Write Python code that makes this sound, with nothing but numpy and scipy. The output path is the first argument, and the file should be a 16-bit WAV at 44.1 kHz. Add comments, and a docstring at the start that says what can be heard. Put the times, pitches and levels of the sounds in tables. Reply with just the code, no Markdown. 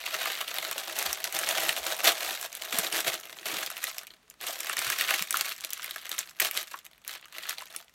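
"""In a quiet room, close to a microphone, a hand folds thin tissue paper back out of a cardboard box.
Creases buckle and release their elastic energy: large ones as short snaps, tiny ones as a swarm of
crackles over the friction hiss of the sliding sheet. Resonances of the box add a hollow ring, and
knocks on its walls give a few damped thuds. The paper's sound reflects briefly over steady air noise."""
import sys
import numpy as np
from scipy import signal
from scipy.fft import rfft, irfft
from scipy.io import wavfile
from scipy.ndimage import uniform_filter1d

SR = 44100
rng = np.random.default_rng(int(sys.argv[2]) if len(sys.argv) > 2 else 0)


def master(y):
    """Save y as 16-bit WAV."""
    cut = np.clip(np.atleast_2d(y).T, -1, 1)
    pcm = np.round(cut * 32767)  # scale
    wavfile.write(sys.argv[1], SR, pcm.astype(np.int16))


N = 350154

# Bands of the sheet's spectrum. Each row: lower edge in Hz, upper edge in Hz, group
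# (0 paper body, 1 crisp edge, 2 box hollow, 3 box boom).
BANDS = [(120, 450, 3), (450, 1000, 2), (1000, 1800, 0), (1800, 3000, 0), (3000, 5000, 0), (5000, 8000, 1),
         (8000, 11000, 1), (11000, 17000, 1)]


def gain_of(db):
    """Amplitude ratio of a level in decibels; doubling the level gives the power ratio."""
    return 10 ** (np.asarray(db) / 20)


def unit_rms(x):
    """Normalisation to a root-mean-square value of 1."""
    return x / np.sqrt(np.mean(x ** 2) + 1e-20)


def curve_at(points, hz):
    """Interpolation along a logarithmic frequency axis."""
    f, value = np.transpose(points)
    return np.interp(np.log(hz + 1), np.log(f + 1), value)


def resonances_db(rows, hz):
    """Resonance peaks or dips as a sum of Lorentzian curves in decibels."""
    return sum(db / (1 + (2 * (hz - f) / width) ** 2) for f, width, db in rows)


def room_tone(level_db=-66):
    """Stationary noise of the room's air, strongest in the bass."""
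    # Air spectrum. Each row: frequency in Hz, relative spectral density in dB.
    air = [(20, -35.5), (45, 1.5), (90, -12), (170, -5), (400, -12), (1300, -10), (2300, -12), (5000, -15),
           (16000, -29)]
    hz = np.fft.rfftfreq(N, 1 / SR)
    spectrum = rfft(rng.standard_normal(N)) * gain_of(curve_at(air, hz))
    return gain_of(level_db) * unit_rms(irfft(spectrum, N))


def paper_bands():
    """Source and filter: noise coloured by sheet and box, split into bands, with unit power per group."""
    # Spectrum of the sheet. Each row: frequency in Hz, relative spectral density in dB.
    sheet = [(88, -57), (150, -27), (264, -23.5), (334, -23.5), (457, -13.5), (637, 3.5), (888, -4.5),
             (1600, 0), (3770, 0), (4950, -1.5), (6770, -5.5), (10200, -9.5), (12200, -5), (14500, -10),
             (16000, -16)]
    # Modes of the box's air and walls. Each row: centre in Hz, width in Hz, gain in dB.
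    box_modes = [(336, 27, 12.5), (500, 64, 6.5), (791, 19, 7), (1290, 26, 6)]
    hz = np.fft.rfftfreq(N, 1 / SR)
    spectrum = rfft(rng.standard_normal(N)) * gain_of(curve_at(sheet, hz) + resonances_db(box_modes, hz))
    bands = np.array([irfft(spectrum * ((hz >= lo) & (hz < hi)), N) for lo, hi, _ in BANDS])
    groups = np.array([group for *_, group in BANDS])
    power = (bands ** 2).mean(1)
    return bands / np.sqrt([power[groups == group].sum() for group in groups])[:, None]


def hand_effort(t):
    """Driving level in dB: the hand's touch and its crumples are incoherent, so their powers add."""
    # The hand rests and drags on the sheet. Each row: time in seconds, level in dB.
    touch = [(0, -42), (.9, -40), (1.3, -43), (1.6, -39), (2.35, -40), (2.5, -49), (2.7, -42.5),
             (3.12, -40.5), (3.2, -49.5), (3.42, -49), (3.7, -44), (4.0, -49.5), (4.2, -69.5), (4.38, -75),
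             (4.44, -44.5), (5.0, -34.5), (5.2, -36), (5.28, -46), (5.6, -49.5), (5.8, -44), (6.2, -48.5),
             (6.36, -58), (6.5, -44), (6.78, -52), (6.84, -67.5), (7.29, -60), (7.35, -45), (7.7, -53.5),
             (7.94, -70.5)]
    # Fingers crumple the sheet. Each row: start in seconds, length in seconds, level in dB.
    crumples = [(0.055, 0.036, -41), (0.111, .055, -37), (0.182, 0.15, -35), (0.375, 0.053, -39),
                (0.49, 0.14, -42), (0.646, 0.022, -43.5), (0.7, 0.018, -44), (0.779, 0.018, -40),
                (0.971, 0.14, -35), (1.247, 0.018, -39), (1.344, 0.09, -35), (1.47, .23, -33),
                (1.764, 0.017, -37), (1.868, 0.059, -35), (2.054, 0.037, -22), (2.201, 0.13, -37.5),
                (2.417, 0.041, -41.5), (2.619, 0.013, -40.5), (2.734, 0.067, -32.5), (2.833, 0.041, -35),
                (2.936, 0.057, -31), (3.072, 0.012, -28), (3.125, 0.015, -35.5), (3.456, 0.18, -36),
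                (3.818, 0.075, -40), (3.972, 0.053, -50), (4.1, 0.043, -60), (4.286, 0.044, -61),
                (4.405, .02, -45.5), (4.439, 0.068, -37), (4.653, 0.061, -40.5), (4.786, 0.14, -35.5),
                (5.0, 0.034, -35.5), (5.097, 0.048, -30.5), (5.348, 0.033, -36), (5.395, .12, -37.5),
                (5.641, 0.01, -41), (5.834, 0.024, -44.5), (6.121, 0.025, -41), (6.18, 0.023, -40),
                (6.42, 0.034, -30), (6.561, 0.036, -35), (6.846, 0.0069, -58.5), (7.081, 0.073, -43),
                (7.241, 0.025, -60), (7.414, 0.033, -44), (7.484, 0.025, -36.5), (7.588, 0.037, -49.5),
                (7.713, 0.093, -53)]
    rise_db_per_s, fall_db_per_s = 712.5, 371
    start, length, db = np.transpose(crumples)[:, :, None]
    coarse = t[::44]
    rise_db = rise_db_per_s * np.maximum(start - coarse, 0)
    fall_db = fall_db_per_s * np.maximum(coarse - start - length, 0)
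    power = gain_of(2 * (db - rise_db - fall_db)).sum(0)
    power += gain_of(2 * np.interp(coarse, *np.transpose(touch)))
    return np.interp(t, coarse, 10 * np.log10(power))


def burst(t60, rise=0.03):
    """Power envelope of one crease, peak 1: exponential decay after a rise lasting a fraction of t60."""
    samples = max(t60, .002) * SR
    age = np.arange(int(samples)) / samples
    shape = (1 - np.exp(-(age / rise) ** 2)) * gain_of(-120 * age)
    return shape / shape.max()


def crackle_power(per_s=900, colour_db=7.0, clump_db=3.0, t60=0.018, slide=0.14):
    """Band powers of shot noise from tiny buckling creases, mixed with the hiss of sliding friction."""
    # How the sheet is held. Each row: time in seconds, then the levels of crisp edge, box hollow
    # and box boom in dB relative to the paper body.
    grip = [(0, -6, -11, -27), (1.06, -3, -9, -18.5), (2.0, -2.5, -7, -20.5), (2.6, -2, -10, -23.5),
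            (2.85, -3, -9, -16), (3.55, -3, -10, -15.5), (3.95, -2, -14, -33), (4.24, -9, -15, -6),
            (4.5, -0.5, -9.5, -25), (4.8, -4.5, -16, -24.5), (5.4, -3, -17.5, -27), (5.9, -5, -20.5, -29),
            (6.4, -2, -11, -19.5), (6.7, -1.5, -16.5, -30), (7.0, -4.5, -13.5, -23),
            (7.4, -6.5, -17.5, -27), (7.9, -0.5, -9, -32)]
    t = np.arange(N) / SR
    grip_s, crisp_db, hollow_db, boom_db = np.transpose(grip)
    grip_db = (0 * grip_s, crisp_db, hollow_db, boom_db)
    effort_db = hand_effort(t)
    activity = np.clip(gain_of(.8 * (effort_db + 38)), .05, 1.5)  # a light touch: fewer creases
    onsets = np.flatnonzero(rng.random(N) < per_s / SR * activity)
    size_db = 4.0 * np.minimum(rng.exponential(1, N)[onsets], 3)
    colour = uniform_filter1d(rng.standard_normal((N, len(BANDS)))[onsets], size=2, axis=1)
    clumps = unit_rms(uniform_filter1d(rng.standard_normal(N), size=500))
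    hiss_share = np.clip(slide * gain_of(0.38 * (effort_db + 33)), 0, .9)  # a firm hand slides more
    power = np.zeros((len(BANDS), N))
    for k, (lo, _, group) in enumerate(BANDS):
        power[k, onsets] = gain_of(2 * (size_db + colour_db * colour[:, k] + clump_db * clumps[onsets]))
        decay = burst(t60 * (0.53 + 800 / lo), rise=0.033)  # low bands ring longer
        grains = abs(signal.oaconvolve(power[k], decay)[:N])
        local_mean = uniform_filter1d(uniform_filter1d(grains, size=2600), size=2600)
        texture = hiss_share + (1 - hiss_share) * grains / abs(local_mean)
        level_db = effort_db + np.interp(t, grip_s, grip_db[group])  # the hand sets the energy spent
        power[k] = texture * gain_of(2 * level_db)
    return power


def snap_power(colour_db=2.5, crest_db=-13.5, focus_db=10.5, tilt_db=1.5, ring_s=0.0093, tick_s=0.0029):
    """Band powers of large creases buckling: a ring near the flap's pitch and a quick, bright tick."""
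    # Snapping creases. Each row: start in seconds, level in dB, crisp edge in dB relative to
    # the paper body, flap pitch in Hz.
    snaps = [(0.0632, -5.5, -9, 3170), (0.1427, -3.5, -8, 2080), (0.258, -3.5, -11.5, 1520),
             (0.3206, -10.5, -5.5, 3080), (.411, -15.5, 1, 1420), (0.5425, -16, 0, 4610),
             (.585, -1.5, -9, 3670), (0.65, -5, -13, 2180), (0.7133, -6.5, -4.5, 1120),
             (0.781, -17, 7, 3500), (0.989, -23.5, 20.5, 3440), (1.027, -19, 11.5, 1650),
             (1.13, -12.5, 7.5, 3100), (1.2422, -7, -1, 3170), (1.3257, -12.5, -3, 2440),
             (1.35, -12.5, -1.5, 3960), (1.39, -7, 2.5, 1700), (1.49, -10, 4, 2450),
             (1.6927, 3.5, -9, 2760), (1.765, -14.5, -1, 2780), (1.868, -19, 5, 2450),
             (2.0048, -6.5, -14, 2100), (2.0441, -9, 1, 3160), (2.076, -4, 1.1, 2900),
             (2.4131, -17.5, 6.5, 3420), (2.4284, -14.5, 2, 1280), (2.5285, -26, 7, 2820),
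             (2.552, -15, 2, 4420), (2.6216, -10.5, -2.5, 3430), (2.7664, -22, 6, 1210),
             (2.7871, -7.5, 7, 1850), (2.927, -9, 0, 1950), (3.0055, -13, 3, 1800),
             (3.0782, -6.5, -19, 2540), (3.2, -28, 6, 3500), (3.255, -23, 2, 2500), (3.2964, -20, -5, 2410),
             (3.663, -11.5, -5, 3970), (3.7027, -15.5, 3.5, 1620), (3.7685, -11.5, -4.5, 2160),
             (3.8412, -6.5, 0, 3240), (3.983, -15, 3, 2840), (4.07, -28, 2.5, 2870),
             (4.106, -25, -16, 3570), (4.301, -38, 14.5, 3440), (4.6055, -11.5, 2.5, 2000),
             (4.6967, -4, -10, 1600), (4.769, -7, -.6, 2020), (4.7912, -11.5, 8, 3220),
             (4.8678, -10, -3, 1950), (4.9016, -1.5, -6, 1350), (4.9873, -10.5, -3, 3680),
             (5.011, -3, -2.1, 2980), (5.09, -6, -15, 1620), (5.1091, 1.5, -7, 1590),
             (5.14, -1.5, -9, 1940), (5.1936, -7.5, -3, 2160), (5.224, -7, -0.5, 2390),
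             (5.3082, -7, 1.5, 2180), (5.327, -6, -6, 3800), (5.3432, -2.5, -12, 1260),
             (5.3713, -6, 4.5, 3840), (5.4107, -4, 2.1, 2840), (5.4926, -11, -4, 4300),
             (5.564, -29.5, 6, 3000), (5.6083, -23, 0, 3940), (5.6481, -12.5, 1.5, 3500),
             (5.7055, -18, 5, 3540), (5.7332, -15.5, 8, 3470), (5.777, -21, -1, 3000),
             (5.8227, -21, 0, 2710), (5.844, -15, -1.1, 2960), (5.861, -21, 2, 3000), (5.91, -12, -4, 2880),
             (5.9608, -8, -4.5, 1290), (6.03, -19, -16, 2120), (6.0555, -15, -5, 2290),
             (6.0936, -15, 2, 2960), (6.116, -11.5, 0.5, 3950), (6.182, -11, -5, 3100),
             (6.1907, -20, 15.5, 4120), (6.207, -22, -2, 3500), (6.295, -28.5, 9, 3730),
             (6.4, -3, -5, 2200), (6.4036, -3.5, -2, 2060), (6.4487, -12.5, 3, 2640),
             (6.5121, -14.5, 7, 2700), (6.5747, -2, -3.5, 3270), (6.7152, -20, -6, 3360),
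             (6.7422, -9, -37, 1220), (6.779, -33, -8, 4000), (6.79, -28, -1, 4000),
             (6.8518, -27, 0.5, 3520), (6.865, -22, -5, 3080), (6.933, -33, -8, 4000),
             (7.049, -26.5, -9, 2650), (7.0789, -16.5, 3.5, 3350), (7.1313, -32, 11.5, 2850),
             (7.2269, -22, -35, 2610), (7.24, -28, -20, 2000), (7.2567, -21.5, -8, 1560),
             (7.3839, -10, -8.5, 3080), (7.437, -18, -14, 3000), (7.4944, -15, 6.5, 4100),
             (7.5835, -8, -15, 4500), (7.748, -15.5, -17, 1440), (7.7634, -10.5, -2.5, 4150)]
    hollow_db, boom_db = -26.5, -40  # relative to the paper body
    power = np.zeros((len(BANDS), N))
    colour = rng.standard_normal((len(snaps), len(BANDS)))
    for (start, db, crisp_db, hz), tint in zip(snaps, colour):
        for k, (lo, hi, group) in enumerate(BANDS):
            body_db = -focus_db * np.log2(np.sqrt(lo * hi) / hz) ** 2
            edge_db = crisp_db + tilt_db * np.log2(lo / 8000)
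            level_db = db + crest_db + (body_db, edge_db, hollow_db, boom_db)[group] + colour_db * tint[k]
            from_onset = power[k, max(round((start - .0005) * SR), 0):]
            ring = (ring_s * (0.8 + 1500 / lo), -1.5)  # low bands ring longer
            tick = (tick_s, 1.5 if group == 1 else -8.0)
            for t60, share_db in (ring, tick):
                shape = burst(t60)[:len(from_onset)]
                from_onset[:len(shape)] += gain_of(2 * (level_db + share_db)) * shape
    return power


def reflections(x, crossfade_hz=4.0):
    """Diffuse reverberation: four tails crossfade steadily, giving a short, even sound with no pitch."""
    # Decay of the room. Each row: frequency in Hz, reverberation time in seconds.
    decay_times = [(300, 0.1), (1000, 0.12), (3000, 0.057), (8000, 0.093), (16000, 0.031)]
    out = np.zeros(N)
    phase = 2 * np.pi * crossfade_hz * np.arange(N) / SR
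    for k in range(4):
        hz, t, noise = signal.stft(rng.standard_normal(SR // 2), SR, nperseg=256)
        decay = gain_of(-60 * t / curve_at(decay_times, hz)[:, None])
        tail = signal.istft(noise * decay, SR, nperseg=256)[1]
        tail[:150] = 0  # the shortest reflected path is about a metre
        weight = np.maximum(np.cos(phase + k * np.pi / 2), 0)
        out += signal.fftconvolve(x * weight, tail / np.linalg.norm(tail))[:N]
    return out


def box_thuds(cycles=8.7, least_s=0.014, wobble_rad=0.39):
    """Damped vibration of the cardboard walls: each soft blow dies in a few cycles, its pitch wandering."""
    # The box is knocked or shifted. Each row: start in seconds, peak level in dB, pitch in Hz.
    knocks = [(1.079, -51, 60.7), (1.8, -55, 61.7), (2.26, -60, 63), (2.739, -38, 260), (2.786, -38.5, 194),
              (3.076, -46, 133), (3.531, -38, 306), (4.01, -49, 680), (4.495, -32.5, 687),
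              (4.869, -47.5, 123), (5.21, -43.5, 195), (5.88, -50, 567), (6.41, -60, 55),
              (7.621, -35, 1014)]
    out, t = np.zeros(N + SR), np.arange(SR // 2) / SR
    for start, db, hz in knocks:
        t60 = least_s + cycles / hz
        shape = (1 - np.exp(-12 * t / t60)) * gain_of(-60 * t / t60)
        wander = unit_rms(uniform_filter1d(rng.standard_normal(len(t)), size=round(SR / hz)))
        ring = np.sin(2 * np.pi * hz * t + wobble_rad * wander)
        out[round(start * SR):][:len(t)] += gain_of(db) * shape / shape.max() * ring
    return out[:N]


def scene():
    """Superposition of the paper, its reflections, the box thuds and the room tone."""
    paper = (paper_bands() * np.sqrt(crackle_power() + snap_power())).sum(0)
    reverberation = gain_of(-11) * reflections(paper)
    return (paper + reverberation + box_thuds() + room_tone())[None]


def record(dry, bass_hz=36, limit_hz=16000):
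    """Frequency response of the microphone: port notches, bass roll-off and a band limit."""
    # Dips of the microphone port. Each row: centre in Hz, width in Hz, gain in dB.
    notches = [(4950, 840, -5), (10400, 190, -4)]
    hz = np.fft.rfftfreq(N, 1 / SR)
    response = gain_of(resonances_db(notches, hz)) / (1 + (bass_hz / (hz + 1)) ** 6)
    coloured = irfft(rfft(dry) * response, N)
    low_pass = signal.firwin(511, limit_hz, window=("kaiser", 9), fs=SR)
    return signal.oaconvolve(coloured, low_pass[None], "same")


dry = scene()
out = record(dry)
master(out)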